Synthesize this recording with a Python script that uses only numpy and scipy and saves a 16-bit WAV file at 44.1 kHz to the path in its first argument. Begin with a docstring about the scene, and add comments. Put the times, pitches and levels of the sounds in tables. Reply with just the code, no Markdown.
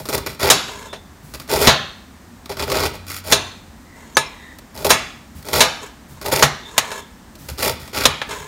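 """A small kitchen: a knife cuts a cabbage in a glass dish on a counter, close to the microphone.
In each stroke random clicks crunch as leaves and noise bursts snap as ribs; then steel knocks on glass,
a noise clack with ringing sine modes that overloads the microphone into flat peaks.
Scrapes of stick-slip clicks, narrow squeaks, a low judder and counter rumble lie beneath.
Behind it all are quiet air in shaped noise and the kitchen's echo in decaying noise bands."""
import sys
import numpy as np
from scipy import signal
from scipy.fft import rfft, irfft
from scipy.io import wavfile
from scipy.ndimage import uniform_filter1d

SR = 44100
rng = np.random.default_rng(int(sys.argv[2]) if len(sys.argv) > 2 else 0)


def file_out(sig):
    """Save sig as 16-bit WAV at sys.argv[1]."""
    # one column per channel
    cols = np.atleast_2d(sig).T
    # limit, then scale
    lim = np.clip(cols, -1, 1)
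    pcm = np.round(lim * 32767).astype(np.int16)
    wavfile.write(sys.argv[1], SR, pcm)


N = 373527
TIME = np.arange(N) / SR


def from_db(db):
    """Decibels to gain."""
    return 10 ** (np.asarray(db) / 20)


def rms_one(x):
    """Scale to rms 1."""
    return x / np.sqrt(np.mean(x ** 2) + 1e-20)


def at_hz(points, hz):
    """Read a curve on a log-frequency axis."""
    freq, value = np.transpose(points)
    return np.interp(np.log(np.maximum(hz, 1)), np.log(freq), value)


def add(out, start_s, sound):
    """Mix a sound in at its moment."""
    i = max(0, round(start_s * SR))
    out[i:i + len(sound)] += sound[:N - i]


def colour(x, spectrum, size=2048):
    """Causal (minimum-phase) filter with the given spectrum."""
    level_db = at_hz(spectrum, np.fft.rfftfreq(size, 1 / SR))
    cepstrum = irfft(np.log(from_db(level_db)))
    # fold the cepstrum forward in time
    cepstrum[1:size // 2] *= 2
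    cepstrum[size // 2 + 1:] = 0
    response = irfft(np.exp(rfft(cepstrum)))
    return signal.oaconvolve(x, response)[:len(x)]


def band_filter(x, low_hz, high_hz):
    """Second-order Butterworth design keeping one band of a sound."""
    sos = signal.butter(2, [low_hz, high_hz], "band", fs=SR, output="sos")
    return signal.sosfilt(sos, x)


def fade(t, t60):
    """Exponential decay, 60 dB in t60 seconds."""
    return np.exp(-np.log(1000) * t / max(t60, 1e-3))


def ring(clicks, hz, t60):
    """Two-pole resonator: a unit click sets a decaying sine of height 1 ringing."""
    r, w = fade(1 / SR, t60), 2 * np.pi * hz / SR
    return signal.lfilter([0, np.sin(w)], [1, -2 * r * np.cos(w), r * r], clicks + 1e-18)


def stroke_gain(starts, lengths, levels_db, swells_db, attack_s, release_t60):
    """Every stroke sets in, swells or sags evenly over its length, then dies away."""
    t, gain = TIME[:SR], np.zeros(N)
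    for start_s, length_s, level_db, swell_db in np.broadcast(starts, lengths, levels_db, swells_db):
        progress = np.minimum(t / length_s, 1)
        held = from_db(level_db + swell_db * (progress - .5))
        release = fade(np.maximum(t - length_s, 0), release_t60)
        add(gain, start_s, held * (1 - np.exp(-t / attack_s)) * release)
    return gain


def grains(per_s, spread_db):
    """Random clicks of uneven size, with a steady power over a few hundredths of a second."""
    born = rng.random(N) < per_s / SR
    size = from_db(spread_db * np.minimum(rng.exponential(1, N), 4))
    clicks = born * size * rng.choice([-1, 1], N)
    power = np.abs(uniform_filter1d(clicks ** 2, size=1300))
    return clicks / np.sqrt(power + 1e-6)


def near_echoes(x, t60, wet_db):
    """Reflections from the dish, the hand and the counter smear each click over milliseconds."""
    t = TIME[:SR // 10]
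    smear = rng.standard_normal(len(t)) * fade(t, t60)
    smear *= from_db(wet_db) / np.linalg.norm(smear)
    smear[0] += 1  # the direct sound
    return signal.oaconvolve(x, smear / np.linalg.norm(smear))[:len(x)]


# clear modes of the glass dish: pitch_hz, level_db, ring_t60_s
GLASS_MODES = [(412, -4, .2), (515, -6, .22), (645, -2, .22), (895, -2, .22), (1010, -6, .2),
               (1260, -4, .17), (1700, 0, .15), (2312, -8, .15), (2669, -6, .2), (3475, -7, .17),
               (3766, -4, .17), (3951, -2, .19), (4048, -4, .17), (4546, -6, .15), (5215, -5, .15),
               (5359, -3, .15), (5544, -7, .15), (6078, -4, .16), (6695, -4, .16), (6845, -6, .16),
               (7005, -4, .15), (7515, -11, .14), (7660, -11, .14), (8412, -5, .15), (8600, -9, .15),
               (8968, -11, .13), (9275, -2, .15), (10965, -9, .13), (11167, -11, .13), (13230, -7, .12)]


def through_dish(x, boost_db, width_hz=45):
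    """The dish lifts whatever excites it at its own modes."""
    peaks = 0
    for pitch_hz, level_db, _ in GLASS_MODES:
        width = width_hz * (1 + pitch_hz / 9000)  # high modes are broader
        b, a = signal.iirpeak(pitch_hz, pitch_hz / width, fs=SR)
        peaks = peaks + from_db(level_db) * signal.lfilter(b, a, x)
    return x + from_db(boost_db) * peaks


# still air of the kitchen, relative spectrum: pitch_hz, level_db (per Hz)
AIR_SPECTRUM = [(15, -51), (25, -10.5), (76, -2.5), (114, -13), (236, -6), (427, -20.5), (936, -19.5),
                (1560, -24), (1740, -22.5), (2610, -30.5), (7510, -33), (8140, -33.5), (10400, -39.5),
                (14800, -38), (16000, -43)]


def kitchen_air(level_db=-43):
    """Steady noise shaped like the still air of the kitchen."""
    return from_db(level_db) * rms_one(colour(rng.standard_normal(N), AIR_SPECTRUM, size=8192))


# colour of the kitchen's echo: pitch_hz, level_db (per Hz)
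ECHO_SPECTRUM = [(80, 15), (400, -1.5), (1200, 4), (3800, 4), (6500, -4), (10000, -8.5), (16000, -19)]
# how long the echo lasts: pitch_hz, decay_t60_s
ECHO_DECAY = [(100, 0.68), (600, 0.47), (3500, 0.57), (7000, 0.49), (15000, 0.58)]


def kitchen_echo(build_s=0.0028):
    """The room's answer to a click builds up after the first wall, each band of noise with its own decay."""
    t, response = TIME[:int(.8 * SR)], 0
    edges_hz = 45 * 2 ** np.arange(0, 9, .5)  # half-octave bands
    for low, high in zip(edges_hz, edges_hz[1:]):
        hz = np.sqrt(low * high)
        band = band_filter(rng.standard_normal(len(t)), low, high)
        shape = fade(t, at_hz(ECHO_DECAY, hz)) * (1 - np.exp(-(t / build_s) ** 2))
        response = response + from_db(at_hz(ECHO_SPECTRUM, hz)) * band * shape / np.linalg.norm(shape)
    return response


def kitchen(x):
    """What the room returns of a running sound."""
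    return signal.oaconvolve(x, kitchen_echo())[:N]


# hand and blade settle on the cabbage with a soft push: start_s, length_s, level_db
PUSHES = [(0.0, 0.026, -35.5), (0.15, 0.06, -40), (1.226, 0.2, -42), (4.775, .05, -36),
          (5.348, 0.043, -37.5), (6.082, .05, -40), (7.38, 0.16, -37.5), (7.62, 0.1, -34),
          (7.793, 0.035, -39), (8.266, 0.14, -41)]


def rumble(cut_db=-16, follows=0.72):
    """The counter shakes under each push of the hand, and more sluggishly along with every cut."""
    low_spectrum = [(30, -17), (50, -6), (75, 4.5), (105, -6.5), (140, 1.0), (200, -13.0), (400, -30.5)]
    shake = rms_one(colour(rng.standard_normal(N), low_spectrum, size=8192))
    start_s, length_s, _, shudder_db, swell_db = np.transpose(CUTS)
    level_db = cut_db + follows * shudder_db
    cutting = stroke_gain(start_s, length_s, level_db, swell_db, attack_s=0.015, release_t60=0.24)
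    pushing = stroke_gain(*np.transpose(PUSHES), 0, attack_s=0.0068, release_t60=0.28)
    return np.hypot(cutting, pushing) * shake


# the blade judders in the thick stalk: start_s, length_s, level_db
JUDDER = (2.9, 0.52, -38)


def judder(pitch_hz=91.5):
    """A low, even shaking, one sine, while the blade is forced down."""
    return stroke_gain(*JUDDER, 0, attack_s=.04, release_t60=0.72) * np.sin(2 * np.pi * pitch_hz * TIME)


# the edge or a wet leaf squeaks on the glass, and two brief high chirps sound near 4.2 s: middle_s, length_s,
# pitch_hz, level_db (before the swell)
SQUEAKS = [(0.928, 0.19, 3520, -44.5), (3.981, 0.38, 1970, -51.5), (4.155, 0.022, 6170, -32),
           (4.27, 0.036, 5330, -40), (4.46, .34, 1900, -44.5), (4.461, .3, 3740, -53),
           (6.666, .14, 3590, -40), (6.993, 0.24, 3480, -49)]


def squeaks():
    """Each squeak or chirp is one loose resonance, a narrow band of noise swelling and fading."""
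    out = np.zeros(N)
    for middle_s, length_s, pitch_hz, level_db in SQUEAKS:
        swell = np.hanning(int(length_s * SR))
        tone = band_filter(rng.standard_normal(len(swell)), pitch_hz - 110, pitch_hz + 110)
        add(out, middle_s - length_s / 2, from_db(level_db) * swell * rms_one(tone))
    return out


# edge or cabbage dragged over the glass: start_s, length_s, level_db, swell_db (over the length)
SCRAPES = [(0.662, 0.21, -37, -3), (3.953, 0.6, -50, -7), (5.813, 0.052, -34, -6), (6.144, .035, -49, 6),
           (6.65, 0.13, -41.5, 5), (6.768, .012, -34, 0), (6.8, 0.19, -34.5, 7), (8.287, .18, -34, -10)]
# colour of the rubbing: pitch_hz, level_db (per Hz)
SCRAPE_SPECTRUM = [(120, -60), (200, -19), (316, -14), (409, 2.5), (647, 0.5), (735, -2), (1080, 1),
                   (1180, -6), (2090, -1.5), (3490, -8), (4950, -12), (6880, -10.5), (16000, -19.5)]


def scrapes(slips_per_s=1100, spread_db=3.5):
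    """Edge or cabbage sticks and slips on the glass, which rings along."""
    slips = near_echoes(grains(slips_per_s, spread_db), t60=0.023, wet_db=5.5)
    rub = rms_one(through_dish(colour(slips, SCRAPE_SPECTRUM), boost_db=4.5))
    return rub * stroke_gain(*np.transpose(SCRAPES), attack_s=0.0086, release_t60=0.14)


# colour of a breaking leaf, for veins, fibres and ribs: pitch_hz, level_db (per Hz)
LEAF_SPECTRUM = [(150, -11.5), (300, 5.5), (750, -21), (1100, 7), (1600, -4.5), (2300, -2.5), (3000, -7),
                 (4200, -0.5), (6500, -7), (8400, -7.5), (10400, -10.5), (13000, -8), (16000, -11)]


def pops(per_s, spread_db, cycles):
    """Thicker veins pop now and then, each ringing briefly at one of twelve pitches."""
    clicks, pitches_hz = grains(per_s, spread_db), np.geomspace(1900, 5500, 12)
    dealt = rng.integers(0, len(pitches_hz), N)
    out = np.zeros(N)
    for k, hz in enumerate(pitches_hz):
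        out += from_db(at_hz(LEAF_SPECTRUM, hz)) * ring(clicks * (dealt == k), hz, cycles / hz)
    return out


# hollow resonances of the cabbage on the dish: pitch_hz, level_db, ring_t60_s
HOLLOW_MODES = [(393.8, -2.5, 0.076), (421, -0.5, 0.046), (522, -2.5, 0.037), (630, -2.5, 0.051),
                (901, 1, 0.021)]


def hollow_ring(jolts):
    """Jolts set the cabbage's hollow resonances ringing, neighbours in opposite polarity."""
    out = np.zeros(N)
    for k, (pitch_hz, level_db, t60) in enumerate(HOLLOW_MODES):
        out += (-1) ** k * from_db(level_db) * ring(jolts, pitch_hz, t60)
    return out


# the edge goes through a layer of leaves:
# start_s, length_s, tearing_db, shudder_db (of cabbage and dish), swell_db (over the length)
CUTS = [(0.0, 0.019, -37.5, -30, -16), (0.054, 0.022, -37.5, -41, -1), (0.087, 0.027, -28.5, -25, -6),
        (0.121, 0.028, -25.5, -23, 13), (0.171, 0.012, -39, -28, -2), (0.26, .013, -24.5, -25, -1),
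        (0.287, 0.063, -40, -42, -5), (0.392, 0.035, -25, -26, 7.5), (0.428, 0.065, -19, -17, 0.5),
        (1.338, 0.018, -33, -36, -7), (1.398, 0.027, -43, -60, 5), (1.486, .03, -27, -25.5, 12),
        (1.522, 0.1, -22.5, -17.5, -3.5), (1.613, 0.072, -18, -18, 3), (2.492, .035, -29.5, -26.5, -4),
        (2.567, .02, -32, -31, 0), (2.594, .014, -25, -22.5, 2), (2.623, .012, -26, -25, 1),
        (2.668, 0.036, -30, -27, 6), (2.711, 0.062, -22.5, -20.5, 8), (2.776, 0.093, -23, -22, 6.5),
        (2.934, 0.024, -37, -31.5, -6), (3.063, 0.032, -37.5, -52, 10), (3.101, .085, -33, -49, -0.5),
        (3.235, 0.087, -33, -31.5, 22), (4.743, 0.092, -40, -34.5, 2), (4.848, 0.024, -21.5, -12, -1.5),
        (4.892, .012, -18, -32, 9), (5.446, 0.097, -35, -33, 5), (5.53, 0.073, -18.5, -17, -1),
        (6.211, 0.019, -35, -36, -3), (6.242, .05, -31, -23, 4), (6.314, 0.12, -20.5, -18.5, -8.5),
        (7.485, 0.011, -25.5, -27.5, -8), (7.575, 0.041, -29.5, -31.5, 10), (7.622, 0.069, -20.5, -21.5, 0),
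        (7.696, 0.039, -36, -27.5, -12), (7.793, 0.12, -43, -52, -6), (7.929, 0.041, -26.5, -29, 8),
        (7.971, 0.098, -22, -26.5, 2)]


def crunch(tear_db=-0.5, pop_db=-9.5, shudder_db=-3.0):
    """Fibres burst ahead of the edge; the same jolts, evened out by the flesh, shake the hollow resonances."""
    bursts = grains(per_s=1050, spread_db=4.2)
    smeared = near_echoes(bursts, t60=.025, wet_db=0)
    fibres = rms_one(through_dish(colour(smeared, LEAF_SPECTRUM), boost_db=-9))
    veins = rms_one(near_echoes(pops(per_s=130, spread_db=2.0, cycles=8.4), t60=0.039, wet_db=5.5))
    jolts = np.sign(bursts) * np.sqrt(np.abs(bursts))
    shudder = rms_one(hollow_ring(jolts))
    start_s, length_s, tears_db, shudders_db, swell_db = np.transpose(CUTS)
    # each cut sets in quickly and dies away once the layer is through
    tearing = stroke_gain(start_s, length_s, tears_db, swell_db, attack_s=0.0027, release_t60=0.086)
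    shaking = stroke_gain(start_s, length_s, shudders_db, swell_db, attack_s=0.0034, release_t60=0.079)
    torn = (from_db(tear_db) * fibres + from_db(pop_db) * veins) * tearing
    return torn + from_db(shudder_db) * shudder * shaking


# thick ribs snapping: start_s, level_db (relative strength)
SNAPS = [(0.055, -18), (0.0879, -12.5), (0.1351, -11.5), (0.179, -11.5), (0.2637, -17.5), (0.4063, -15),
         (1.338, -21), (1.3531, -22.5), (1.3989, -19.5), (1.4774, -26.5), (1.495, -15.5), (1.6051, -11),
         (2.4578, -22), (2.5707, -19.5), (2.595, -9), (2.6243, -8), (2.7002, -9), (2.718, -3.5),
         (2.803, -5.5), (2.835, -5.5), (3.1, -20), (4.586, -26), (4.776, -21.5), (4.8464, -6),
         (5.426, -28.5), (5.486, -15), (5.531, -9.5), (6.2143, -21), (6.261, -11.5), (6.319, -32),
         (7.3535, -29.5), (7.583, -18), (7.6228, -15), (7.877, -23), (8.2948, -21)]


def snaps(crack_db=-8, crack_t60=0.042, hollow_db=-36):
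    """A thick rib gives way in one short crack of noise and jolts the cabbage."""
    t, cracks = TIME[:SR // 10], np.zeros(N)
    for start_s, level_db in SNAPS:
        add(cracks, start_s, from_db(level_db) * rng.standard_normal(len(t)) * fade(t, crack_t60))
    crisp = colour(cracks, LEAF_SPECTRUM)
    crisp *= np.std(cracks) / np.std(crisp)
    return from_db(crack_db) * crisp + from_db(hollow_db) * hollow_ring(cracks)


# treble of the cutting over time: time_s, treble_db
LEAF_TREBLE = [(0.15, 1.5), (0.45, -4), (1.6, 0), (2.8, -7), (3.15, 3.5), (4.85, 2), (5.55, -0.5),
               (6.35, 0.5), (7.65, 1), (8.0, -4)]


def crispen(x, corner_hz=6000):
    """Firm leaves break with more treble than limp ones."""
    treble = signal.sosfiltfilt(signal.butter(2, corner_hz, "high", fs=SR, output="sos"), x)
    gain = from_db(np.interp(TIME, *np.transpose(LEAF_TREBLE)))
    return x + (gain - 1) * treble


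# crowded, quickly damped modes of blade and dish: pitch_hz, level_db (per Hz)
CLACK_SPECTRUM = [(50, -18.5), (140, -11.5), (290, -9), (410, -1), (700, 0), (1200, -2.5), (2200, -5.5),
                  (4200, -5.5), (4950, -9), (6600, -3.5), (8000, -12), (11500, -13), (16000, -20.5)]
# modes of the counter under the dish: pitch_hz, level_db, ring_t60_s
COUNTER_MODES = [(75.3, -8, 0.1), (131, -7.5, 0.23), (146, -7, 0.31), (243.5, -5, 0.14)]
# blade meets glass: start_s, clack_db, clack_t60_s, treble_db (tilt reached at 8 kHz), favoured_hz,
# ring_db (glass), thump_db (counter), room_db (echo against the blow)
KNOCKS = [(0.5007, -1, 0.12, 5.5, 3470, -19, -34, -6), (0.6850, -26.5, 0.093, -26, 650, -63, -35, -14),
          (0.929, -26, 0.14, -15, 453, -45, -40, -26), (1.6715, -3.5, 0.2, -9.5, 4500, -19.5, -6.5, -5),
          (3.3227, -2.5, 0.094, -0.5, 4240, -18, -21, -8.5),
          (4.1690, -0.5, 0.045, -6.5, 1500, -19.5, -27, -12), (4.9043, -3.5, 0.12, 0.5, 1820, -16, -26, -7),
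          (5.6058, -3, 0.13, 0, 3100, -16, -23, -7.5), (6.4248, -1, 0.12, -3.5, 1250, -35, -10, -9.5),
          (6.7797, -1.5, 0.056, 2.5, 2620, -27.5, -37, -12.5),
          (6.9160, -24.5, 0.1, -12, 1700, -37.5, -50, -24),
          (8.0541, 2, 0.05, -2.5, 3550, -25.5, -16.5, -11),
          (8.2158, -14.5, 0.053, -19, 1870, -45, -41, -6.5), (8.308, -29, 0.3, -13, 2000, -39, -52, -6)]


def knocks(favoured_db=5, favoured_octaves=0.54, contact_s=0.00017):
    """Steel on glass: a dense clack, the dish's clear modes, a thump and the room's answer."""
    t, out = TIME[:SR // 2], np.zeros(N)
    grid_hz = np.geomspace(50, 16000, 120)
    for start_s, clack_db, clack_t60, treble_db, favoured_hz, ring_db, thump_db, room_db in KNOCKS:
        # a hard contact is bright, and the place of the blow favours one group of modes
        octaves_off = np.log2(grid_hz / favoured_hz)
        favour = favoured_db * np.exp(-(octaves_off / favoured_octaves) ** 2)
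        body = at_hz(CLACK_SPECTRUM, grid_hz) + at_hz([(3800, 0), (8000, treble_db)], grid_hz)
        noise = colour(rng.standard_normal(len(t)), np.c_[grid_hz, body + favour])
        clack = through_dish(noise, boost_db=-6.0)
        blow = from_db(clack_db) * rms_one(clack) * fade(t, clack_t60)
        for modes, level_db in (GLASS_MODES, ring_db), (COUNTER_MODES, thump_db):
            for hz, mode_db, mode_t60 in modes:
                chance_db = rng.uniform(-3, 3)
                strength_db = level_db + mode_db + np.interp(hz, grid_hz, favour) + chance_db
                strength = from_db(strength_db) * rng.choice([-1, 1])
                blow += strength * np.sin(2 * np.pi * hz * t) * fade(t, mode_t60)
        blow *= 1 - np.exp(-t / contact_s)
        answer = colour(kitchen_echo(), np.c_[grid_hz, body + favour / 2])
        echo = through_dish(near_echoes(answer, t60=0.029, wet_db=-2.5), boost_db=-9.0)
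        add(out, start_s, blow)
        add(out, start_s, from_db(room_db) * echo * np.linalg.norm(blow) / np.linalg.norm(echo))
    return out


def scene(leaf_room_db=-12):
    """Cutting and knocking in the kitchen, over its quiet air."""
    background = kitchen_air() + rumble() + judder()
    cutting = squeaks() + scrapes() + crispen(crunch() + snaps())
    cutting_echo = from_db(leaf_room_db) * kitchen(cutting)
    return (background + cutting + cutting_echo + knocks())[None]


def record(dry, cutoff_hz=15850):
    """The microphone drops the deepest bass, the loudest peaks are clipped flat, and the top is cut."""
    thinned = signal.sosfilt(signal.butter(4, 36, "high", fs=SR, output="sos"), dry)
    clipped = np.clip(thinned, -.97, .97)
    return signal.oaconvolve(clipped, signal.firwin(301, cutoff_hz, fs=SR)[None], mode="same")


dry = scene()
out = record(dry)
file_out(out)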